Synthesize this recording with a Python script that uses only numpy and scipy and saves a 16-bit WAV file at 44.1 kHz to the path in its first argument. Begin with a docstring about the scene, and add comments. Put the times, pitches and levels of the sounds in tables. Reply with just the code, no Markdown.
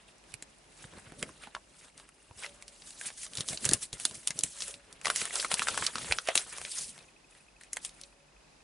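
"""Plastic sheet handled over a table.

Hands turn, press and shake a thin sheet, close up, in a quiet room. The film rustles as it slides,
its panels flap, and creases let go with a pop, a crack and a fizz that the walls briefly return.
Fingertips, knuckles and the sheet land on the table top, which swings a few low cycles.
Underneath: room hush, hum, a faint regular tick and a far dove."""
import sys
import numpy as np
from scipy import signal
from scipy.fft import rfft, irfft, next_fast_len
from scipy.io import wavfile
from scipy.ndimage import uniform_filter1d, map_coordinates

SR = 44100
rng = np.random.default_rng(int(sys.argv[2]) if len(sys.argv) > 2 else 0)


def wrap_up_sound(samples):
    """Save the sound to the file named by the first command line argument, as 16-bit audio."""
    columns = np.atleast_2d(samples).T
    # keep every value between -1 and 1, then stretch to whole-number steps
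    tamed = np.clip(columns, -1, 1)
    steps = np.round(tamed * 32767).astype(np.int16)
    wavfile.write(sys.argv[1], SR, steps)


N = 380583

# room hush: (frequency [Hz], relative density [dB])
HUSH_SPECTRUM = [(13, -41), (22, -26), (38, 3), (75, -11), (155, -9), (267, -7), (405, -8.5), (486, -11),
                 (539, -8), (860, -10), (1450, -15.5), (2560, -15), (2850, -18.5), (5040, -19),
                 (11000, -26), (14300, -70.5), (22000, -120)]
# hush, then near sounds: (frequency [Hz], left-right correlation)
HUSH_CORRELATION = [(60, 0.97), (220, 0.5), (840, 0.047), (3140, 0.18), (11700, 0.27)]
NEAR_CORRELATION = [(60, 0.98), (220, 0.95), (840, 0.82), (3140, 0.79), (11700, 0.92)]
# mains hum and other fuzzy tones: (centre [Hz], half-width [Hz], level [dB])
HUM_BANDS = [(50.3, 6.1, -72.5), (150, 3.8, -77), (868, 67, -87), (5000, 140, -83.5)]
# lower and upper ring of the tick: (frequency [Hz], t60 [s])
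TICK_RINGS = [(2550, 0.026), (2780, .02)]
# strong ticks, drifting from upper ring to lower: (time [s], lower [dB], upper [dB])
STRONG_TICK_LEVELS = [(0, -64, -55), (2.5, -71, -49.5), (4.8, -58, -60), (7, -46.5, -63), (8.63, -51, -64)]
# weak ticks: (lower ring [dB], upper ring [dB])
WEAK_TICK_LEVELS = [-62, -56]
# sheet movements: (peak time [s], rise [s], fall [s], rustle [dB], flap [dB], rumble [dB])
SHEET_MOVES = [(.01, .1, .3, -68.5, -65.5, -79), (0.084, .02, .08, -62, -62, -68),
               (0.311, 0.076, .04, -58, -57.5, -66), (0.501, .1, .2, -66.5, -73, -82),
               (0.827, 0.3, 0.14, -56.5, -57, -58), (.972, .2, .5, -59, -56.5, -55.5),
               (1.199, 0.039, .04, -49, -62, -55), (1.27, 0.17, .15, -55, -54.5, -51),
               (1.446, 0.15, .12, -56, -54, -57.5), (1.56, 0.045, 0.13, -64, -66, -58),
               (1.846, .33, 0.12, -56.5, -59, -64), (1.991, .05, .11, -57.5, -55, -62.5),
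               (2.221, .6, .4, -66, -68, -70.5), (2.386, .04, .2, -47, -59, -54.5),
               (2.442, .1, .085, -48, -45.5, -67), (2.621, 0.44, .08, -61, -61.5, -69),
               (2.691, .04, 0.37, -60.5, -71, -67), (2.879, .25, .4, -50.5, -62.5, -62.5),
               (3.069, .17, .075, -40.5, -48, -56.5), (3.238, .14, .06, -40.5, -50.5, -65.5),
               (3.406, .13, .045, -39.5, -47, -46.5), (3.482, .035, .2, -40, -66, -54),
               (3.532, .12, .07, -39, -46, -49), (3.655, .065, .06, -34, -40, -40.5),
               (3.747, .13, 0.051, -37, -43, -39), (3.834, 0.065, .04, -38, -50.5, -53.5),
               (3.939, .015, .05, -43, -48.5, -50.5), (4.007, 0.042, .15, -41, -52, -67),
               (4.161, 0.32, .125, -47, -58, -53.5), (4.282, 0.17, .2, -49.5, -57, -62),
               (4.398, .11, 0.033, -47, -51, -54), (4.441, 0.026, 0.091, -43, -51, -50),
               (4.631, .3, .12, -41.5, -54.5, -64), (4.689, 0.091, .08, -42, -49, -59),
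               (4.747, 0.12, 0.024, -48.5, -58, -60), (4.93, .6, .6, -67.5, -62.5, -63.5),
               (5.066, 0.04, .2, -37, -40.5, -54.5), (5.17, .05, 0.12, -34.5, -56.5, -69),
               (5.22, .1, .1, -34.5, -37.5, -55), (5.363, .12, .2, -35.5, -42.5, -57),
               (5.441, .2, .05, -37, -44, -73), (5.515, 0.031, .13, -34, -34, -49.5),
               (5.635, 0.11, .03, -33, -42, -50), (5.682, .04, 0.15, -36, -41, -55),
               (5.859, .36, .09, -36.5, -38.5, -52.5), (5.971, 0.15, 0.45, -43.5, -48, -54),
               (6.122, .3, 0.15, -41, -43.5, -72.5), (6.282, 0.054, .13, -43.5, -40.5, -69),
               (6.371, 0.036, 0.099, -32, -38, -63.5), (6.528, .22, .4, -47, -48, -59.5),
               (6.655, .3, .2, -49, -58, -62.5), (6.745, .11, .2, -40, -58, -69.5),
               (6.814, .2, .13, -36.5, -55, -57), (6.97, 0.12, .26, -59, -57, -62.5),
               (7.352, .19, 0.4, -64.5, -66.5, -70.5), (7.623, .05, .1, -59, -56, -78),
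               (7.745, .04, .3, -58.5, -63, -68), (7.855, .045, .054, -40, -53, -64),
               (8.023, .3, .21, -60.5, -64, -73)]
# gained over a rise, lost over a fall: (rustle [dB], flap [dB], rumble [dB])
SWELL_DEPTHS = [23, 25.5, 22]
# sheet at rest: (rustle [dB], flap [dB], rumble [dB])
REST_LEVELS = [-82.5, -75.5, -82]
# sliding film, flapping panels, hands on the table: (frequency [Hz], relative density [dB])
RUSTLE_SPECTRUM = [(1000, -64.5), (1800, -20), (3000, -11), (6000, -7.5), (9500, -3), (11000, -8),
                   (14000, -29), (22000, -120)]
FLAP_SPECTRUM = [(200, -50.5), (400, -4.5), (900, -6), (1600, -2), (2600, -5), (3800, -7), (6000, -27),
                 (22000, -120)]
RUMBLE_SPECTRUM = [(24, -43), (40, -4), (119, -0.5), (193, 0), (249, -2.5), (321, -4), (500, -8), (650, -5),
                   (1100, -120)]
# main creases, levels before each part's trim: (time [s], pop [Hz], pop [dB], crack [dB], fizz [dB])
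MAIN_CREASES = [(.1826, 990, -74, -65, -52), (.2393, 2600, -55, -61, -55), (.321, 2920, -52, -48, -48),
                (.3406, 2390, -37, -41.5, -33), (.4244, 1940, -39, -38, -32), (.585, 2000, -73, -62, -54),
                (.842, 1900, -39.5, -54, -47), (.984, 784, -49, -60.5, -46),
                (1.1213, 726, -43.5, -55.5, -47.5), (1.2277, 2130, -23.5, -34.5, -25),
                (1.4366, 2430, -38.5, -62.5, -63), (1.4725, 840, -37.5, -55.5, -53),
                (1.55, 1550, -26.5, -35, -42), (1.566, 1060, -34, -69, -59),
                (1.9779, 1930, -55.5, -46, -42), (1.9993, 1007, -43, -47, -49.5),
                (2.0903, 1370, -47.5, -60, -47), (2.3107, 934, -45.5, -60, -65),
                (2.4355, 2280, -32.5, -35.5, -50.5), (2.4459, 2130, -28.5, -47, -49),
                (2.4627, 2030, -34.5, -36.5, -52.5), (2.6244, 2210, -39.5, -42.5, -39.5),
                (2.6808, 2920, -52, -37, -39), (2.821, 1770, -45, -40, -55),
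                (2.9063, 2820, -49, -42, -38.5), (3.013, 1560, -31.5, -48, -33),
                (3.0613, 2720, -45.5, -47, -31.5), (3.082, 2600, -39.5, -41, -41.5),
                (3.1033, 1610, -38, -42, -43), (3.2656, 1170, -42, -39.5, -43),
                (3.3346, 2635, -47, -35.5, -41), (3.3533, 1690, -49.5, -35, -32),
                (3.3724, 2675, -42, -24.5, -28), (3.384, 1163, -40.5, -28, -39),
                (3.4074, 2810, -36, -21.5, -24.5), (3.4869, 1170, -38.5, -22.5, -23.5),
                (3.5308, 724, -38, -35, -30), (3.5741, 1590, -43.5, -26, -39),
                (3.6451, 1564, -31.5, -29, -32), (3.6527, 1630, -28.5, -22.5, -15),
                (3.691, 1716, -30, -21, -15.5), (3.7125, 2056, -39, -23.5, -23),
                (3.7345, 2880, -26, -16, -7), (3.9299, 726, -37.5, -29.5, -29.5),
                (3.9997, 2830, -38, -53, -29), (4.0527, 2950, -23.5, -15, -13.5),
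                (4.1111, 1030, -45, -38, -42), (4.2741, 2680, -31.5, -20.5, -14.5),
                (4.2815, 2640, -38, -31.5, -25.5), (4.3064, 2030, -30, -26.5, -26.5),
                (4.3906, 2800, -38, -26.5, -19.5), (4.409, 2690, -65, -32.5, -31),
                (4.4362, 2660, -28, -24.5, -12), (4.6057, 1670, -41, -28.5, -38),
                (4.6212, 2660, -35, -25.5, -32.5), (4.6813, 2800, -43, -54, -28),
                (4.7411, 2690, -45, -34, -43), (4.9273, 2440, -63, -41.5, -39),
                (5.0142, 2770, -41, -46, -42), (5.0488, 2010, -28, -31, -40), (5.0565, 2020, -19, -20, -24),
                (5.0693, 1114, -22, -21.5, -31.5), (5.0815, 2820, -26, -41.5, -31),
                (5.1014, 1520, -16.5, -22, -21.5), (5.1605, 2020, -29, -26, -18),
                (5.216, 1340, -25, -26, -33.5), (5.2548, 1910, -30, -36.5, -24),
                (5.3077, 2000, -29.5, -49.5, -43), (5.3562, 1170, -34.5, -23.5, -21),
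                (5.3995, 2474, -61.5, -20, -28.5), (5.4274, 1660, -31, -50, -29),
                (5.4473, 1246, -20, -27.5, -31), (5.5161, 1083, -20, -24, -25),
                (5.5412, 1010, -29.5, -17.5, -15.5), (5.5944, 2860, -18.5, -26, -25.5),
                (5.62, 1337, -20, -41.5, -40.5), (5.6719, 1660, -21.5, -45, -35.5),
                (5.685, 1390, -17.5, -20.5, -26), (5.7443, 1270, -27, -36.5, -35.5),
                (5.7764, 1460, -18.5, -36, -23.5), (5.8241, 1097, -22.5, -41.5, -36),
                (5.8659, 1630, -39, -14, -21), (5.9564, 1340, -24, -25.5, -31),
                (5.9828, 1076, -27.5, -27.5, -44.5), (6.1122, 1950, -21, -46, -33.5),
                (6.1228, 2360, -13.5, -16, -20.5), (6.1863, 1344, -20, -22.5, -45),
                (6.2748, 2830, -28.5, -30, -35.5), (6.2872, 670, -16.5, -25, -31),
                (6.3551, 2770, -15, -20.5, -9.5), (6.3769, 2496, -22, -13.5, -16),
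                (6.527, 1626, -37, -50, -33), (6.5836, 1100, -34.5, -40, -32.5),
                (6.6152, 1550, -31.5, -38, -33), (6.6506, 2050, -29.5, -29.5, -52.5),
                (6.9792, 2157, -42.5, -50, -46.5), (6.9896, 2510, -46.5, -42, -50.5),
                (7.351, 2060, -49, -57, -70.5), (7.6118, 1920, -45, -57, -44.5),
                (7.6353, 1870, -49, -46, -43.5), (7.7322, 2130, -37, -40, -21),
                (7.762, 2510, -63, -43, -36), (7.7698, 1813, -25, -37, -27),
                (7.8491, 2870, -38, -31.5, -26), (7.893, 2170, -50, -44, -43),
                (8.0139, 2016, -62, -40.5, -36), (8.0357, 2730, -53, -35.5, -46)]
# crease position: (time [s], left over right [dB])
CREASE_PAN = [(0, -1), (1.3, -5), (2, 0.5), (4.5, -0.8), (6.5, 1), (8.63, 0)]
# room decay: (frequency [Hz], t60 [s])
WALL_DECAY = [(300, 0.14), (2000, 0.044), (10000, 0.045)]
# blows on the table top: (time [s], frequency [Hz], level [dB])
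TABLE_BLOWS = [(.347, 111, -44.5), (0.427, 264, -47), (0.852, 118, -42.5), (0.979, 195, -44),
               (1.077, 107, -46.5), (1.124, 263, -43.5), (1.228, 226, -35), (1.233, 490, -27),
               (1.302, 269, -47), (1.477, 242, -44), (2.314, 92, -45.5), (2.369, 79.5, -52.5),
               (3.388, 116, -33.5), (3.407, 137, -33), (3.511, 122, -39), (3.533, 168, -37.5),
               (3.636, 200, -40), (3.666, 132, -29.5), (3.698, 145, -29.5), (3.72, 317, -25),
               (3.748, 109, -35), (3.936, 113, -40.5), (3.944, 40, -48.5), (4.056, 315, -38.5),
               (4.119, 154, -42.5), (4.178, 121, -48), (4.308, 157, -40), (4.362, 170, -38),
               (4.444, 133.6, -38.5), (5.066, 360, -61), (5.088, 376, -41), (5.224, 198, -40),
               (5.453, 380.4, -42.5), (5.538, 201, -34), (5.602, 209, -39), (5.687, 376, -49.5),
               (5.773, 376, -48.5), (5.833, 387, -36), (5.961, 166, -42), (6.108, 75, -33.5),
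               (6.129, 36, -43.5), (6.288, 366, -37.5), (6.364, 338, -37), (6.611, 64, -52)]
# dove coos: (start [s], pitch [Hz], short first note [dB], longer second note [dB])
COOS = [(2.47, 578, -53, -65), (4.53, 568, -65, -59.5), (8.02, 562, -61, -67.5)]
# microphone response: (frequency [Hz], gain [dB])
MIC_RESPONSE = [(20, -2.5), (11000, 0), (11200, -30), (11600, -34), (12300, -42)]


def amp(db):
    """dB to gain."""
    return 10 ** (np.asarray(db) / 20)


def unit(x):
    """Each row to rms 1."""
    return x / np.sqrt(np.mean(x ** 2, axis=-1, keepdims=True) + 1e-20)


def along(points, hz):
    """Interpolate (frequency [Hz], value) points on a log axis."""
    knots_hz, values = np.transpose(points)
    return np.interp(np.log(hz + 1), np.log(knots_hz + 1), values)


def wobble(rate_hz):
    """Smooth random curve, rate_hz knots a second."""
    knots = rng.standard_normal(int(N * rate_hz / SR) + 4)
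    return map_coordinates(knots, [np.arange(N) * rate_hz / SR])


def filtered(x, response):
    """Apply a frequency response."""
    size = next_fast_len(x.shape[-1] + 4096)
    return irfft(rfft(x, size) * response(np.fft.rfftfreq(size, 1 / SR)), size)[..., :x.shape[-1]]


def band(low_hz, high_hz):
    """Fifth-order band-pass response."""
    return lambda f: 1 / np.sqrt((1 + (low_hz / (f + 1)) ** 10) * (1 + (f / high_hz) ** 10))


def rush(spectrum, correlation, patchy_db, drive=1):
    """Stereo noise, rms 1, with patches of random gain; drive shapes it before it is coloured."""
    cells = signal.stft(rng.standard_normal((2, N)), nperseg=256)[2]
    patches = uniform_filter1d(rng.standard_normal(cells.shape[1:]), size=8, axis=0)
    patches = uniform_filter1d(patches, size=6, axis=1)
    pair = drive * signal.istft(cells * amp(patchy_db * patches / patches.std()), nperseg=256)[1][:, :N]
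    angle = lambda hz: np.arccos(np.clip(along(correlation, hz), -1, 1)) / 2
    colour = lambda hz: amp(along(spectrum, hz)) * [np.cos(angle(hz)), np.sin(angle(hz))]
    mid, side = filtered(pair, colour)
    stereo = np.array([mid + side, mid - side])
    return stereo / stereo.std()


def hush(level_db=-61.9):
    """Broad room noise, its level wandering slightly."""
    gain = amp(level_db + 1.6 * wobble(3.3))
    return gain * rush(HUSH_SPECTRUM, HUSH_CORRELATION, patchy_db=-0.5)


def hum():
    """Mains hum and its like: narrow noise bands, heard as wavering tones."""
    out = np.zeros(N)
    for hz, width_hz, db in HUM_BANDS:
        tone = filtered(rng.standard_normal(N), lambda f: np.exp(-((f - hz) / width_hz) ** 2))
        out += amp(db) * unit(tone)
    return out


def tick(period_s=.040015):
    """Faint two-toned ring, weak and strong in turn."""
    out, t = np.zeros(N), np.arange(2048) / SR
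    starts_s = np.arange(.0005, N / SR, period_s)
    knots_s, *levels_db = np.transpose(STRONG_TICK_LEVELS)
    strong = np.arange(len(starts_s)) % 2 == 1
    for (hz, t60_s), strong_db, weak_db in zip(TICK_RINGS, levels_db, WEAK_TICK_LEVELS):
        kicks = np.zeros(N)
        level_db = np.where(strong, np.interp(starts_s, knots_s, strong_db), weak_db)
        kicks[(starts_s * SR).astype(int)] = amp(level_db + rng.normal(0, 1.4, len(starts_s)))
        ring = amp(-60 * t / t60_s) * np.sin(2 * np.pi * hz * t) * (1 - np.exp(-t / 0.0016))
        out += signal.fftconvolve(kicks, ring)[:N]
    return out


def sheet_motion(crest_roundness=1.097):
    """Rustle, flap and rumble gains: each movement swells and fades; their powers add."""
    t, power = np.arange(0, N + 64, 64) / SR, 0
    for peak_s, rise_s, fall_s, *peak_db in SHEET_MOVES:
        away = np.where(t < peak_s, (peak_s - t) / rise_s, (t - peak_s) / fall_s)
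        drop_db = np.outer(SWELL_DEPTHS, away ** crest_roundness)
        power = power + amp(np.array(peak_db)[:, None] - drop_db) ** 2
    gains = np.sqrt(power + amp(REST_LEVELS)[:, None] ** 2)
    return [np.interp(np.arange(N) / SR, t, gain) for gain in gains]


def crackle(rate_hz, spread_db, t60_s):
    """Tiny releases: a gain of 1 with random jumps that die fast."""
    kicks = (rng.random(N) < rate_hz / SR) * amp(np.minimum(spread_db * rng.exponential(1, N), 10))
    return np.sqrt(1 + signal.lfilter([1], [1, -amp(-120 / (t60_s * SR))], kicks ** 2))


def film(rustle_gain, flap_gain, rumble_gain):
    """The sheet slides and rustles, its panels flap, hands rumble on the table."""
    stir = wobble(45)
    flap_over_rustle_db = 20 * np.log10(flap_gain / rustle_gain)
    grit = np.clip(1.6 * (1.5 + flap_over_rustle_db / 25), .15, 1.2)  # less flap, smoother slide
    rustle_drive = (amp(1.02 * stir) * crackle(rate_hz=77, spread_db=1.5, t60_s=0.045)) ** grit
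    rustle = rush(RUSTLE_SPECTRUM, NEAR_CORRELATION, patchy_db=2.5, drive=rustle_drive)
    flap_drive = amp(0.55 * stir + 2.2 * wobble(40)) * crackle(rate_hz=28, spread_db=6.0, t60_s=0.019)
    flap = rush(FLAP_SPECTRUM, NEAR_CORRELATION, patchy_db=4, drive=flap_drive)
    rumble = rush(RUMBLE_SPECTRUM, NEAR_CORRELATION, patchy_db=-1.0, drive=amp(4.1 * wobble(22)))
    return rustle_gain * rustle + flap_gain * flap + rumble_gain * rumble


def small_creases(rustle_gain, flap_gain, count=60, scatter_db=5):
    """Random rows like MAIN_CREASES: frequent while the sheet flaps, rare while it slides."""
    odds = np.cumsum((flap_gain / np.sqrt(rustle_gain))[SR // 100:])
    at = np.searchsorted(odds, odds[-1] * (np.arange(count) + rng.random(count)) / count) + SR // 200
    draw = rng.standard_normal((count, 4))
    pop_hz = 1700 * np.exp(0.63 * draw[:, 0])
    rustle_db, flap_db = 20 * np.log10(rustle_gain[at]), 20 * np.log10(flap_gain[at])
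    levels_db = np.transpose([flap_db + 6, rustle_db - 4, rustle_db - 1.5])
    return np.column_stack([at / SR, pop_hz, levels_db + scatter_db * draw[:, 1:]])


def crease_snaps(rows, pan_scatter_db=2.5):
    """A crease creaks and lets go: the panel beside it pops; a crack and a fizz trail off."""
    at_s, hz, pop_db, crack_db, fizz_db = np.transpose(rows)[:, :, None]
    pan_db = np.interp(at_s, *np.transpose(CREASE_PAN))
    pan_db += pan_scatter_db * rng.standard_normal(at_s.shape)
    t = np.arange(3072) / SR - 1 / 250
    after_s = np.maximum(t, 0)
    noise = rng.standard_normal((3, len(at_s), len(t)))
    spikes = np.argmax(t >= 0) + np.array([2, 20])  # release and its echo off the table
    noise[:, :, spikes] = 3.5 * np.sign(noise[:, :, :2])
    creak = amp(-11 + 60 * t / .012)

    def burst(source, response, t60_s, tail_db, tail_t60_s):
        """Creak, fast decay and tail; equal energy for every crease."""
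        decay = amp(-60 * after_s / t60_s) + amp(tail_db - 60 * after_s / tail_t60_s)
        shaped = filtered(source * np.where(t < 0, creak, decay), response)
        return unit(shaped) * shaped.std()

    resonance = lambda f: 1j * f * hz / 4.24 / (hz * hz - f * f + 1j * f * hz / 4.4)
    panel = lambda f: band(450, 3200)(f) * (0.36 + resonance(f))
    pop = burst(noise[0], panel, t60_s=0.0082, tail_db=-17.5, tail_t60_s=0.058)
    crack = burst(noise[1], band(3070, 5620), t60_s=0.012, tail_db=-11.5, tail_t60_s=0.051)
    fizz = burst(noise[2], band(6720, 11000), t60_s=0.0074, tail_db=-6.5, tail_t60_s=0.025)
    ring_envelope = amp(-60 * after_s * hz / 16) * (1 - np.exp(-after_s / 0.00069))
    ring = ring_envelope * np.sin(2 * np.pi * hz * after_s)
    sound = amp(pop_db + 9.5) * pop + amp(pop_db - 1.0) * ring
    sound += amp(crack_db + 3.5) * crack + amp(fizz_db + 2.0) * fizz
    samples = np.round((at_s + t) * SR).astype(int).ravel()
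    channels = [amp(side * pan_db / 2) * sound for side in (1, -1)]
    return np.array([np.bincount(samples, channel.ravel(), N + SR)[:N] for channel in channels])


def walls(x, delay_samples=200):
    """Room reflections: each frequency dies at its own rate; a new tail every quarter second."""
    out, step = np.zeros((2, N + SR)), SR // 4
    for start in range(0, N, step):
        hz, t, cells = signal.stft(rng.standard_normal((2, step)), SR, nperseg=256)
        tail = signal.istft(cells * amp(-60 * t / along(WALL_DECAY, hz)[:, None]), SR, nperseg=256)[1]
        tail = tail + .8 * tail[:1]  # close microphone ports share much of the tail
        wet = signal.fftconvolve(x[None, start:start + step], tail / np.linalg.norm(tail[0]), axes=1)
        arrival = start + delay_samples
        out[:, arrival:arrival + wet.shape[1]] += wet
    return out[:, :N]


def table_thuds(swing_cycles=1.94):
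    """Soft blows: the table top swings a few low cycles, with a dull knock on top."""
    at_s, hz, db = np.transpose(TABLE_BLOWS)[:, :, None]
    t = np.arange(-2048, 4096) / SR
    age = t * hz / swing_cycles
    envelope = np.exp(np.where(age < 0, -9 * age * age, -3.2 * age))
    knock = unit(filtered(rng.standard_normal((len(at_s), len(t))), lambda f: (f > 120) * (f < 550)))
    swing = np.cos(2 * np.pi * hz * t + rng.uniform(-0.082, 1, at_s.shape))
    sound = amp(db) * envelope * (swing + 0.32 * knock)
    samples = np.round((at_s + t) * SR).astype(int).ravel()
    return np.bincount(samples, sound.ravel(), N + SR)[:N]


def dove(dip_db=4, fade_db=23, scoop_hz=10):
    """Soft two-part coos on one low pitch that scoops up and sags at the end."""
    out, t = np.zeros(N), np.arange(N) / SR
    for start_s, hz, first_db, second_db in COOS:
        knots_s = start_s + np.array([0, 0.087, 0.26, 0.35])  # onset, dip, second note, end
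        level_db = np.interp(t, knots_s, [first_db, second_db - dip_db, second_db, second_db - fade_db])
        pitch_hz = np.interp(t, knots_s, [hz - scoop_hz, hz, hz, hz - scoop_hz / 2])
        gate = np.clip(np.minimum(t - start_s, knots_s[-1] - t) / 0.0069, 0, 1)
        out += gate * amp(level_db) * np.sin(2 * np.pi * np.cumsum(pitch_hz) / SR)
    return out


def scene():
    """Sheet and hands up close, the room around them."""
    rustle_gain, flap_gain, rumble_gain = sheet_motion()
    snaps = crease_snaps(np.vstack([MAIN_CREASES, small_creases(rustle_gain, flap_gain)]))
    room = hush() + hum() + amp(-10.5) * walls(snaps.mean(axis=0))
    handling = film(rustle_gain, flap_gain, rumble_gain) + snaps + table_thuds()
    return room + handling + tick() + dove()


def record(dry):
    """The preamp rounds the highest peaks; the microphone falls away above 11 kHz, then cuts off."""
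    ceiling, band_limit_hz = .62, 12349
    rounded = dry / (1 + np.abs(dry / ceiling) ** 4) ** .25
    return filtered(rounded, lambda hz: amp(along(MIC_RESPONSE, hz)) * (hz < band_limit_hz))


dry = scene()
out = record(dry)
wrap_up_sound(out)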